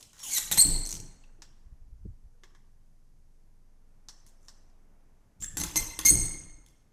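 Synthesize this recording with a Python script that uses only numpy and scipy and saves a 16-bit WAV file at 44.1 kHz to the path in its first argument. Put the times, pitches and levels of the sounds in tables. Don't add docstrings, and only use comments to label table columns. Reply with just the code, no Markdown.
import sys
import numpy as np
from scipy import signal
from scipy.fft import rfft, irfft
from scipy.io import wavfile
from scipy.ndimage import uniform_filter1d

SR = 44100
rng = np.random.default_rng(int(sys.argv[2]) if len(sys.argv) > 2 else 0)


def field_ratio(decibels):
    return 10 ** (np.asarray(decibels, dtype=float) / 20)


def pcm_store(signal):
    levels = np.round(np.clip(np.atleast_2d(signal), -1, 1) * 32767)
    wavfile.write(sys.argv[1], SR, levels.astype(np.int16).T)


N = 305172

# [start t/s, length t/s, first f/Hz, last f/Hz, top level/dB]
GRINDS = [
    (.231, 0.034, 3433, 3479, -43.5),
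    (.262, 0.038, 3296, 3500, -42.5),
]
STIFF_GROANS = [
    (.303, 0.023, 2157, 2313, -35),
    (.321, .024, 2120, 2260, -32),
    (5.606, .012, 2104, 1999, -31),
]
RASPS = [
    (.524, .010, 1799, 1854, -26),
]
CATCH_RASPS = [
    (5.441, 0.0073, 1783, 1757, -40),
]
LEVER_GROANS = [
    (.345, .019, 2110, 2014, -31.5),
    (.363, .015, 1960, 1902, -26),
    (.377, .009, 1900, 1740, -29.5),
]
TURN_GROANS = [
    (.515, .012, 1876, 1998, -23.5),
    (.576, 0.01, 1983, 2060, -21),
]
SHUT_GROANS = [
    (6.053, 0.014, 2127, 2174, -11.5),
    (6.067, 0.009, 2121, 2184, -12.5),
    (6.076, 0.02, 2119, 2138, -13.5),
    (6.089, 0.009, 2135, 2208, -10),
]
CHIRPS = [
    (.610, .009, 7600, 8050, -8),
    (.618, .009, 8100, 8890, -9.5),
    (5.404, .008, 7790, 6900, -50.5),
    (5.412, 0.006, 7310, 6770, -41.5),
    (5.423, 0.010, 7200, 7685, -34),
    (5.432, .010, 7600, 7660, -32),
    (5.572, .017, 7515, 7600, -33),
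    (6.098, 0.011, 7950, 8800, -8),
    (6.108, .007, 8800, 9400, -14),
]
CREAKS = [
    (.225, 0.076, 1145, 618, -59),
    (.378, 0.021, 1114, 764, -51.5),
    (2.335, 0.054, 505, 450, -76),
    (2.432, 0.024, 390, 364, -65),
]
SQUEALS = [
    (.582, .020, 4160, 4234, -10.5),
]
SQUEAL_ENDS = [
    (.600, 0.0081, 4206, 4614, -10.5),
]
LATCH_GROANS = [
    (5.762, .018, 2068, 2089, -21),
]
SPRING_NOTES = [
    (6.054, 0.012, 2128, 2146, -36.5),
    (6.058, 0.01, 4950, 5150, -28.5),
    (5.99, 0.012, 1400, 2130, -59),
]
DRAGS = [
    (.231, .03, 3150, 2800, -50),
    (.258, .047, 2786, 3250, -49),
]
PURE_NOTES = [(.322, 0.033, 6350, 6200, -37.5), (.348, 0.024, 6250, 6100, -33.5),
              (0.33, .011, 6900, 8400, -30), (.374, .009, 7200, 7400, -30), (.336, 0.013, 8900, 9500, -36),
              (0.61, 0.022, 7100, 7900, -17.5), (.6535, 0.0096, 7900, 8100, -22),
              (5.4415, 0.0066, 7650, 5500, -34.5), (5.48, 0.011, 7600, 7650, -37),
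              (5.46, 0.01, 7600, 7100, -43), (5.5995, 0.0082, 10700, 13000, -38),
              (5.600, 0.0064, 6700, 6400, -37), (5.637, .006, 6250, 6500, -32.5),
              (6.055, .038, 2128, 2146, -27.5), (0.2, .06, 5600, 5450, -50), (.578, .006, 6200, 6600, -31),
              (.584, .022, 6300, 7000, -33), (.377, 0.0073, 5300, 6100, -34),
              (1.238, 0.0078, 2750, 2550, -60.5), (1.291, .012, 1560, 1700, -72),
              (1.345, .012, 1400, 1570, -76), (6.089, .008, 7500, 12900, -31),
              (.575, .006, 12000, 9500, -26)]
# [overtone levels from the fundamental up/dB, unsteadiness/0-1, start level/dB re top,
# end level/dB re top, place of the top/share of length]
GRIND = (-12.5, 0, -2, -6.5), 0.4, -1.5, -2.5, .27
STIFF_GROAN = (-8, -5, 3.5, -2.5, -2, -6.5), .35, -7, -1.5, .6
RASP = (-4.5, 4, -5.5, 7, 0.5, -3.5, -3), 0.63, -2, -4.5, .27
CATCH_RASP = (4, -1, -7.5, -14, 0.5, 2, -11.5), 0.5, -2, -7.5, 0.3
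LEVER_GROAN = (-8, 0, -9, -2.5, -9.5, 1.5, -6.5), 0.3, -4, -3.5, .4
TURN_GROAN = (-8, 0, -3, 0, -9, 3, -9.5), 0.44, -8.5, -1, 0.5
SHUT_GROAN = (-21, -13, 4.5, -4, -9, -7.5, -19.5), 0.18, -8, -3, .75
CHIRP = (0, -19), .12, -6.5, -4.5, .6
CREAK = (0, -11, -9), 0.45, -5, -2, .27
SQUEAL = (-9, -2, -14.5), .06, -14, -1.5, 0.66
SQUEAL_END = (-4, -3, -13.5), .05, -5, -4, 0.4
LATCH_GROAN = (-7, -9, 4.5, -3.5, -8, -2, -19.5), 0.14, -5.5, -2, 0.78
SPRING_NOTE = (0,), 0.047, -8, -0.5, 0.43
DRAG = (0,), .55, -2, -4, .3
PURE_NOTE = (0,), .15, -4.5, -4, 0.38
SQUEAKS = [(GRINDS, GRIND), (STIFF_GROANS, STIFF_GROAN), (RASPS, RASP), (CATCH_RASPS, CATCH_RASP),
           (LEVER_GROANS, LEVER_GROAN), (TURN_GROANS, TURN_GROAN), (SHUT_GROANS, SHUT_GROAN),
           (CHIRPS, CHIRP), (CREAKS, CREAK), (SQUEALS, SQUEAL), (SQUEAL_ENDS, SQUEAL_END),
           (LATCH_GROANS, LATCH_GROAN), (SPRING_NOTES, SPRING_NOTE), (DRAGS, DRAG)]

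# [start t/s, length t/s, first level/dB, last level/dB]
SCRAPES = [(0, .12, -63, -81), (.12, .11, -75.5, -57), (.232, .08, -48, -41.5), (.312, .078, -42.5, -32),
           (0.517, 0.051, -31, -47.5), (0.584, .034, -35, -38), (0.613, .017, -36.5, -31),
           (4.263, 0.044, -66, -74.5), (4.41, .074, -81.5, -70), (5.401, .046, -60.5, -50),
           (5.57, 0.073, -40, -51.5), (5.759, .02, -35.5, -32), (6.051, .059, -27, -39),
           (.85, .13, -56, -59.5), (5.425, .03, -53, -59)]
# [f/Hz, level/dB per Hz]
SCRAPE = [(240, -58.5), (400, -19), (1730, -37.5), (2020, -17), (3580, -11), (3810, -12), (5030, -10),
          (6240, 2), (11900, -11.5), (16000, -23.5)]

# [t/s, peak level/dB, ringing part f/Hz, treble share level/dB, decay t/ms]
CLICKS = [(0.2308, -34.5, 10400, -14, 3), (0.2980, -29.5, 7006, -19.5, 1.5),
          (0.3195, -26.5, 6850, -20, 1.5), (0.3370, -25.5, 6900, -20, 2), (0.3778, -15.5, 6500, -21.5, 1.2),
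          (0.3820, -7.5, 7000, -12, 0.2), (0.5142, -10, 11700, -19, 1.34), (0.5747, -10, 8350, -14.5, 1.5),
          (0.5774, -16.5, 10990, -14.5, 3.3), (5.4160, -41.5, 10500, -5, 1.2),
          (5.4224, -31.5, 7700, -15.5, 4.5), (5.5700, -14, 10650, -7, 1.5), (5.5735, -26.5, 7500, -10, 4),
          (5.5875, -27, 10500, -12, 3), (5.6001, -19.5, 10600, -24, 1.5), (5.6161, -16.5, 5925, -20, 1.5),
          (5.6363, -16, 10600, -8, 2.2), (5.6400, -22.5, 10500, -11, 3), (5.7585, -10, 6200, -9.5, 1.5),
          (5.7765, -21.5, 8403, -12.5, 1.5), (5.99, -17.5, 6683, -7.5, 3.5),
          (6.0126, -31, 6190, -17.5, 3.3), (6.0505, -11, 6385, -9, 1.0), (6.068, -22, 11840, -2, 4),
          (6.110, -21.5, 10270, -2.5, 4.5)]
# [t/s, peak level/dB, ringing part f/Hz, wood share level/dB]
FUMBLES = [(0.0044, -46, 5945, -41), (0.0084, -39.5, 10500, -24.5), (0.027, -33.5, 7760, -40.5),
           (0.0513, -46.5, 8104, -33.5), (0.1312, -43.5, 7200, -14.5), (0.1454, -48.5, 5500, -14),
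           (0.1554, -50, 5987, -13), (0.166, -47, 6640, -11), (0.1832, -45.5, 4327, -13.5),
           (0.191, -41, 6560, -20), (0.1946, -37, 6323, -32.5), (0.2005, -37, 7986, -16.5),
           (0.2168, -37.5, 6330, -28.5)]
# [t/s, peak level/dB, ringing part f/Hz, wood share level/dB, treble share level/dB]
SETTLES = [
    (1.2914, -72, 1560, 8.5, -25),
    (1.3451, -92, 1593, 6, -25),
    (6.663, -44, 6850, -23.5, -8.5),
    (6.6856, -51, 6310, -32, -5),
    (6.8267, -64, 6034, -19, -6),
]
# [f/Hz, level/dB per Hz]
TICK = [(2000, -9.5), (3500, -0.5), (5200, -3.5), (6500, 3), (8500, -8), (10000, -19)]
SPARK = [(8500, -9), (10600, 4.5), (13600, -6), (16000, -13)]
WOOD = [(500, -15), (900, 1.5), (1300, -4), (1900, 0), (2800, -17.5), (3500, -12)]

# [t/s, peak level/dB, ringing part f/Hz, treble share level/dB]
RATTLES = [(0.8530, -29.5, 6400, -18), (0.8618, -26.5, 6000, -13.5), (0.8723, -28, 7900, -12),
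           (0.8910, -26, 6250, -10), (0.8955, -31.5, 6200, -23.5), (0.9075, -26, 6600, -15),
           (0.9150, -25.5, 6530, -16.5), (0.9260, -25, 6250, -12.5), (0.9320, -32, 6100, -24),
           (0.9405, -28, 6060, -18.5), (0.9520, -29, 6140, -22), (0.9580, -32.5, 6200, -24.5),
           (0.9660, -35, 6300, -25.5), (0.9770, -40.5, 6050, -26), (1.0008, -33.5, 6100, -24.5)]
# [f/Hz, level/dB per Hz]
SPARK_LOW = [(3800, -12.5), (5200, -3), (8000, 0.5), (10000, -3.5)]

# [t/s, peak level/dB, middle share level/dB, low share level/dB, treble share level/dB]
SNAPS = [
    (1.238, -53, 6, 0, -28.5),
    (1.4208, -34, -15, -17.5, -26),
    (2.4357, -39, -5.5, -4.5, -21),
    (2.5495, -48.5, -8.5, -3.5, -38),
    (4.086, -31, -26, -21.5, -34),
    (4.265, -49.5, -23.5, -17, 3),
    (4.484, -35, -23, -18.5, -25),
    (4.699, -63.5, -25.5, -19, -15.5),
]
# [f/Hz, width f/Hz, level/dB]; last four add low, low, middle, treble shares
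SNAP_BANDS = [(5210, 2380, -1.0), (1740, 830, 13.0), (1100, 500, 11.5), (3100, 2070, 9.0), (10500, 1700, -1.0)]
# [f/Hz, width f/Hz, level/dB]
SNAP_RING = [(4180, 290, -10.5), (5040, 250, -15), (5560, 200, -0.5), (5840, 350, 0.5), (7600, 1300, -9)]

# [t/s, peak level/dB, thin panel share level/dB]
THUDS = [(0.382, -48, -9.5), (0.513, -32, -13.5), (0.573, -28, -13.5), (0.652, -19, -10),
         (0.69, -34.5, -10), (0.935, -34.5, -11), (5.403, -45.5, -18.5), (5.42, -40, -11), (5.569, -30, -5),
         (5.601, -29, -5.5), (5.635, -28.5, -7.5), (5.757, -27, -1), (5.988, -32.5, -1), (6.051, -27, -2),
         (6.111, -11, -15.5), (6.124, -21, -9), (6.145, -18.5, -38)]
# [f/Hz, level/dB, t60 t/s]
LEAF = [(55, -3, 0.29), (107, -1, 0.24), (159.86, -3.5, 0.39), (186, -1.5, 0.16)]
PANEL = [(252.2, -6, 0.069), (295, 0.5, 0.14), (343.9, -10, 0.19), (435, -8.5, 0.047)]
# [peak t/s, sway f/Hz, level/dB, fade level/dB per s]
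THROB = [
    (0.519, 27, -49, 90),
    (.735, 24.5, -24.5, 94),
    (1.1, 24, -47, 69.5),
    (5.53, 19, -46, 90),
    (5.815, 20, -40, 168),
    (6.175, 50, -33, 170),
    (6.235, 22, -30, 107),
    (6.494, 18.2, -45.5, 91),
    (6.53, 41, -51.5, 70),
]
# [peak t/s, level/dB, share above 200 Hz level/dB]
RUMBLE = [(.28, -66.5, 3.5), (.412, -58.5, -10), (.53, -53.5, -14), (0.691, -35.5, -6.5),
          (0.999, -49, -9.5), (1.4, -65, -4), (5.426, -58, -12), (5.582, -44.5, -14), (5.786, -43.5, -6.5),
          (6.144, -33, -7), (6.421, -58, -23)]
# [f/Hz, level/dB per Hz]
LOW = [(30, -4), (60, -2.5), (110, -1), (170, -4.5), (220, -16)]
UPPER = [(200, -2.0), (300, 5.5), (480, -6.0), (900, -14.5)]

# [f/Hz, t60 t/s]
KITCHEN = [(100, 0.42), (500, 1.2), (2000, 1.015), (4000, 0.72), (6500, 0.68), (9000, 0.59), (13000, 0.42)]
# [delay t/s, level/dB]
WALLS = [
    (.0215, -11.5),
    (.043, -17),
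]

# [t/s, peak level/dB,
# top f/Hz]
PUFFS = [(1.65, -43, 70.2), (1.715, -39.5, 107), (1.80, -44.5, 66.4), (1.859, -46, 58.5),
         (1.912, -39, 59.7), (1.991, -39.5, 57), (2.047, -33, 190), (2.07, -35, 95), (2.122, -48, 71),
         (2.229, -44.5, 63.2), (5.396, -44, 90), (5.40, -40, 41.8), (5.45, -46, 55), (5.58, -35, 70),
         (5.66, -41, 60), (5.77, -36, 71), (5.85, -40.5, 55), (6.21, -31, 50)]
# [peak t/s, level/dB, fade level/dB per s]
RUSTLE = [
    (0, -65, 96),
    (.56, -51, 34.5),
    (6.151, -51, 76),
]
# [t/s, level/dB]
HUM = [(0, -67), (.5, -56), (1.2, -49.5), (1.6, -49.5), (3, -52), (4.75, -51), (5.15, -54), (5.35, -64),
       (6.92, -63)]
# [t/s, level/dB]
STILL = [(0.4, -102), (1.6, -78.5), (3.29, -79), (4.51, -72), (5.7, -74.5), (6.92, -76)]
# [f/Hz, level/dB per Hz]
HUSH = [(200, 0.5), (400, -7), (800, -8.5), (1300, -14.5), (2200, -19.5), (4000, -32.5)]
DRONE = [(30, -2), (50, 0.5), (80, 0), (140, -4), (200, -8.5), (400, -22.5)]
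HISS = [(1500, -4.5), (3600, -4.5), (6300, 2), (8000, -3.5), (11000, -2.5), (12500, -3), (13300, -13.5)]
# [f/Hz, level/dB]
WHINE = [(445, -89), (4980, -100), (7994, -99), (8096, -94.5)]


def evened(x):
    return x / np.sqrt(np.mean(x ** 2) + 1e-20)


def read(points, hz):
    f, value = np.transpose(points)
    return np.interp(np.log(hz + 1), np.log(f + 1), value)


def level_at(rows, t):
    s, db = np.transpose(rows)
    return np.interp(t, s, db)


def add(mix, s, sound):
    part = mix[round(s * SR):][:len(sound)]
    part += sound[:len(part)]


def noise(spectrum, size=N):
    hz = np.fft.rfftfreq(size, 1 / SR)
    inside = (hz >= spectrum[0][0]) & (hz <= spectrum[-1][0])
    white = rfft(rng.standard_normal(size))
    return evened(irfft(white * field_ratio(read(spectrum, hz)) * inside, size))


def ring(x, hz, width_hz):
    r = np.exp(-np.pi * width_hz / SR)
    pole = r * np.exp(2j * np.pi * min(hz, SR / 2.2) / SR)
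    return 2 * signal.lfilter([1 - r], [1, -pole], x).real


def swell(t, s, db, rise_db, fade_db):
    return field_ratio(db - np.where(t < s, rise_db * (s - t), fade_db * (t - s)))


def squeak(length, first_hz, last_hz, top_db, overtones_db, unsteady, start_db, end_db, top_at):
    done = np.linspace(0, 1, round(length * SR))
    hz = first_hz + (last_hz - first_hz) * done ** 1.2
    db = top_db + np.interp(done, [0, np.clip(top_at, .05, .95), 1], [start_db, 0, end_db])
    wobble = uniform_filter1d(rng.standard_normal((8, 4096)), 50, axis=1)[:, :len(done)] * np.sqrt(50)
    turns = np.cumsum(hz * (1 + 0.083 * unsteady * wobble[0])) / SR
    lag = rng.random(8)
    tone = 0
    for k, overtone_db in enumerate(overtones_db, 1):
        force = field_ratio(overtone_db) * (1 + 0.67 * unsteady * wobble[k])
        tone = tone + force * np.cos(2 * np.pi * (k * turns + lag[k])) * (k * hz < SR / 2)
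    return field_ratio(db) * evened(tone) * signal.windows.tukey(len(done), min(1, 130 / len(done)))


def scrape(length, first_db, last_db):
    force_db = np.linspace(first_db, last_db, round(length * SR))
    jumps = evened(uniform_filter1d(rng.standard_normal(20000), 60))
    grit_db = 5 * np.clip(jumps, -3, 2)[:len(force_db)]
    return field_ratio(force_db + grit_db) * noise(SCRAPE, size=20000)[:len(force_db)]


def click(db, hz, wood_db, treble_db, ms):
    t = np.arange(1024) / SR
    fade = np.exp(-t * 1000 / max(ms, .2)) * np.minimum(1, t / 0.00012)
    part = evened(ring(rng.standard_normal(len(t)), hz, 799.4))
    sparkle = field_ratio(treble_db + 6.5) * noise(SPARK, size=1024)
    metal = noise(TICK, size=1024) + sparkle + .8 * part
    wood = field_ratio(wood_db + 5.5) * noise(WOOD, size=1024) * fade ** 0.34
    return field_ratio(db - 10.5) * (metal * fade + wood)


def rattle(db, hz, treble_db):
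    t = np.arange(1024) / SR
    knock = rng.standard_normal(len(t)) * np.exp(-t / 0.0022)
    lever = ring(knock, hz, 630)
    edge = noise(SPARK_LOW, size=1024) * np.exp(-t / 0.0031)
    spark = noise(SPARK, size=1024) * np.exp(-t / 0.0016)
    return field_ratio(db) * (lever / abs(lever).max() + field_ratio(-13) * edge + field_ratio(treble_db) * spark)


def snap(db, middle_db, low_db, treble_db, ms):
    t = np.arange(4096) / SR
    crack = 0.12 * rng.standard_normal(len(t)) * np.exp(-t * 1000 / max(ms, .1))
    crack[0] = 1
    parts = []
    for (hz, width, band_db), share_db in zip(SNAP_BANDS, (0, low_db, low_db, middle_db, treble_db)):
        part = ring(ring(crack, hz, 1.25 * width), hz, 1.74 * width)
        parts.append(field_ratio(band_db + share_db) * ring(part, hz, 2.5 * width))
    shake = rng.standard_normal(len(t))
    buzz = evened(sum(field_ratio(ring_db) * ring(ring(shake, hz, width), hz, 2 * width)
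                      for hz, width, ring_db in SNAP_RING))
    buzz *= np.exp(-t / 0.016) * np.hanning(2 * len(t))[len(t):]
    sound = sum(parts) + field_ratio(-21) * abs(parts[0]).max() * buzz
    return field_ratio(db) * sound / abs(sound).max()


def thud(db, panel_db):
    t = np.arange(12000) / SR
    modes = LEAF + [(hz, d + panel_db + 9.5, t60) for hz, d, t60 in PANEL]
    door = np.zeros(len(t))
    for hz, mode_db, t60 in modes:
        level_luck, pitch_luck = rng.standard_normal(2)
        fade = field_ratio(mode_db + 2 * level_luck - 60 * t / t60)
        door += fade * np.sin(2 * np.pi * hz * (1 + 0.057 * pitch_luck) * t)
    door *= 1 - np.exp(-t / 0.0018)
    return field_ratio(db - 5.5) * door / abs(door).max()


def pumped_air(t):
    return sum(swell(t, s, db + 2.0, 129.5, fade_db) * np.cos(2 * np.pi * hz * (t - s))
               for s, hz, db, fade_db in THROB)


def door_rumble(t):
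    low, upper = noise(LOW), noise(UPPER)
    return sum(swell(t, s, db, 249.5, 105.5) * (low + field_ratio(upper_db) * upper) for s, db, upper_db in RUMBLE)


def kitchen():
    taps = np.zeros(SR)
    at = np.arange(260, SR - 12, 12)
    taps[at + rng.integers(0, 12, len(at))] = rng.choice([-1., 1.], len(at))
    hz, t, z = signal.stft(taps, SR, nperseg=256)
    early = 1 + 1.2 * np.exp(-t / 0.011)
    decay = field_ratio(-60 * t / read(KITCHEN, hz)[:, None])
    tail = signal.istft(z * early * decay, SR, nperseg=256)[1]
    tail = tail / np.linalg.norm(tail)
    for s, db in WALLS:
        add(tail, s, field_ratio([db]))
    return tail


def shuffled(echo):
    z = signal.stft(echo, nperseg=256, noverlap=192)[2]
    patches = rng.standard_normal(z.T.shape).T
    patches = evened(uniform_filter1d(uniform_filter1d(patches, size=3, axis=0), size=5, axis=1))
    return signal.istft(z * field_ratio(3.0 * patches - 0.82), nperseg=256, noverlap=192)[1][:N]


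def puff(db, top_hz):
    ms = 1000 * 1.41 / top_hz
    t = np.arange(8192) / SR * 1000 / max(ms, 5)
    spectrum = [(20, -3), (top_hz / 2, 0), (top_hz, -6), (3 * top_hz, -36)]
    lump = noise(spectrum, size=8192) * (t * np.exp(1 - t)) ** 2
    return field_ratio(db) * lump / abs(lump).max()


def appliance(t):
    return field_ratio(level_at(HUM, t)) * np.sin(2 * np.pi * 20.85 * t)


def house(t):
    stirred = sum(swell(t, s, db, 200.5, fade_db) for s, db, fade_db in RUSTLE)
    hush = (field_ratio(level_at(STILL, t)) + stirred) * noise(HUSH)
    drift = uniform_filter1d(rng.standard_normal((len(WHINE), N)), 4000, axis=1) * np.sqrt(4000)
    whine = sum(field_ratio(db + 3.3 * d) * np.sin(2 * np.pi * hz * t) for (hz, db), d in zip(WHINE, drift))
    return hush + field_ratio(-67.5) * noise(DRONE) + field_ratio(-82) * noise(HISS) + whine


def scene():
    latch, notes, ticks, lever, snaps, cracks, door, puffs = np.zeros((8, N))
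    for rows, kind in SQUEAKS:
        for s, *slip in rows:
            add(latch, s, squeak(*slip, *kind))
    for s, *rub in SCRAPES:
        add(latch, s, scrape(*rub))
    for s, *slip in PURE_NOTES:
        add(notes, s, squeak(*slip, *PURE_NOTE))
    for s, db, hz, *spark in CLICKS:
        add(ticks, s, click(db, hz, -18.5, *spark))
    for s, *blow in FUMBLES:
        add(ticks, s, click(*blow, treble_db=-15.5, ms=4.1))
    for s, *blow in SETTLES:
        add(ticks, s, click(*blow, ms=2))
    for s, *knock in RATTLES:
        add(lever, s, rattle(*knock))
    for s, *blow in SNAPS:
        add(snaps, s, snap(*blow, ms=11.5))
        add(cracks, s, snap(*blow, ms=0.074))
    for s, *blow in THUDS:
        add(door, s, thud(*blow))
    for s, *gust in PUFFS:
        add(puffs, s, puff(*gust))
    far = field_ratio(-4.5) * latch + field_ratio(-12) * notes + field_ratio(-3.0) * ticks + field_ratio(-10.5) * lever
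    far += field_ratio(-2.0) * cracks + field_ratio(-9.0) * door
    echo = shuffled(signal.fftconvolve(far, kitchen())[:N])
    t = np.arange(N) / SR
    around = pumped_air(t) + door_rumble(t) + appliance(t) + house(t)
    return (latch + notes + ticks + lever + snaps + door + echo + puffs + around)[None]


def band_limit(x):
    return signal.sosfilt(signal.butter(12, 15000, fs=SR, output="sos"), x)


def record(dry):
    power_db = 10 * np.log10(abs(uniform_filter1d(dry[0] ** 2, 300)) + 1e-12)
    fall = np.arange(N) * 60. / SR
    held_peak_db = np.maximum.accumulate(power_db + fall) - fall
    over_db = np.maximum(held_peak_db + 16.5, 0)
    held = dry / field_ratio(0.59 * uniform_filter1d(over_db, 200))
    mix = signal.oaconvolve(held, signal.firwin(255, 16200, fs=SR)[None], "same")
    return band_limit(mix)


dry = scene()
out = record(dry)
pcm_store(out)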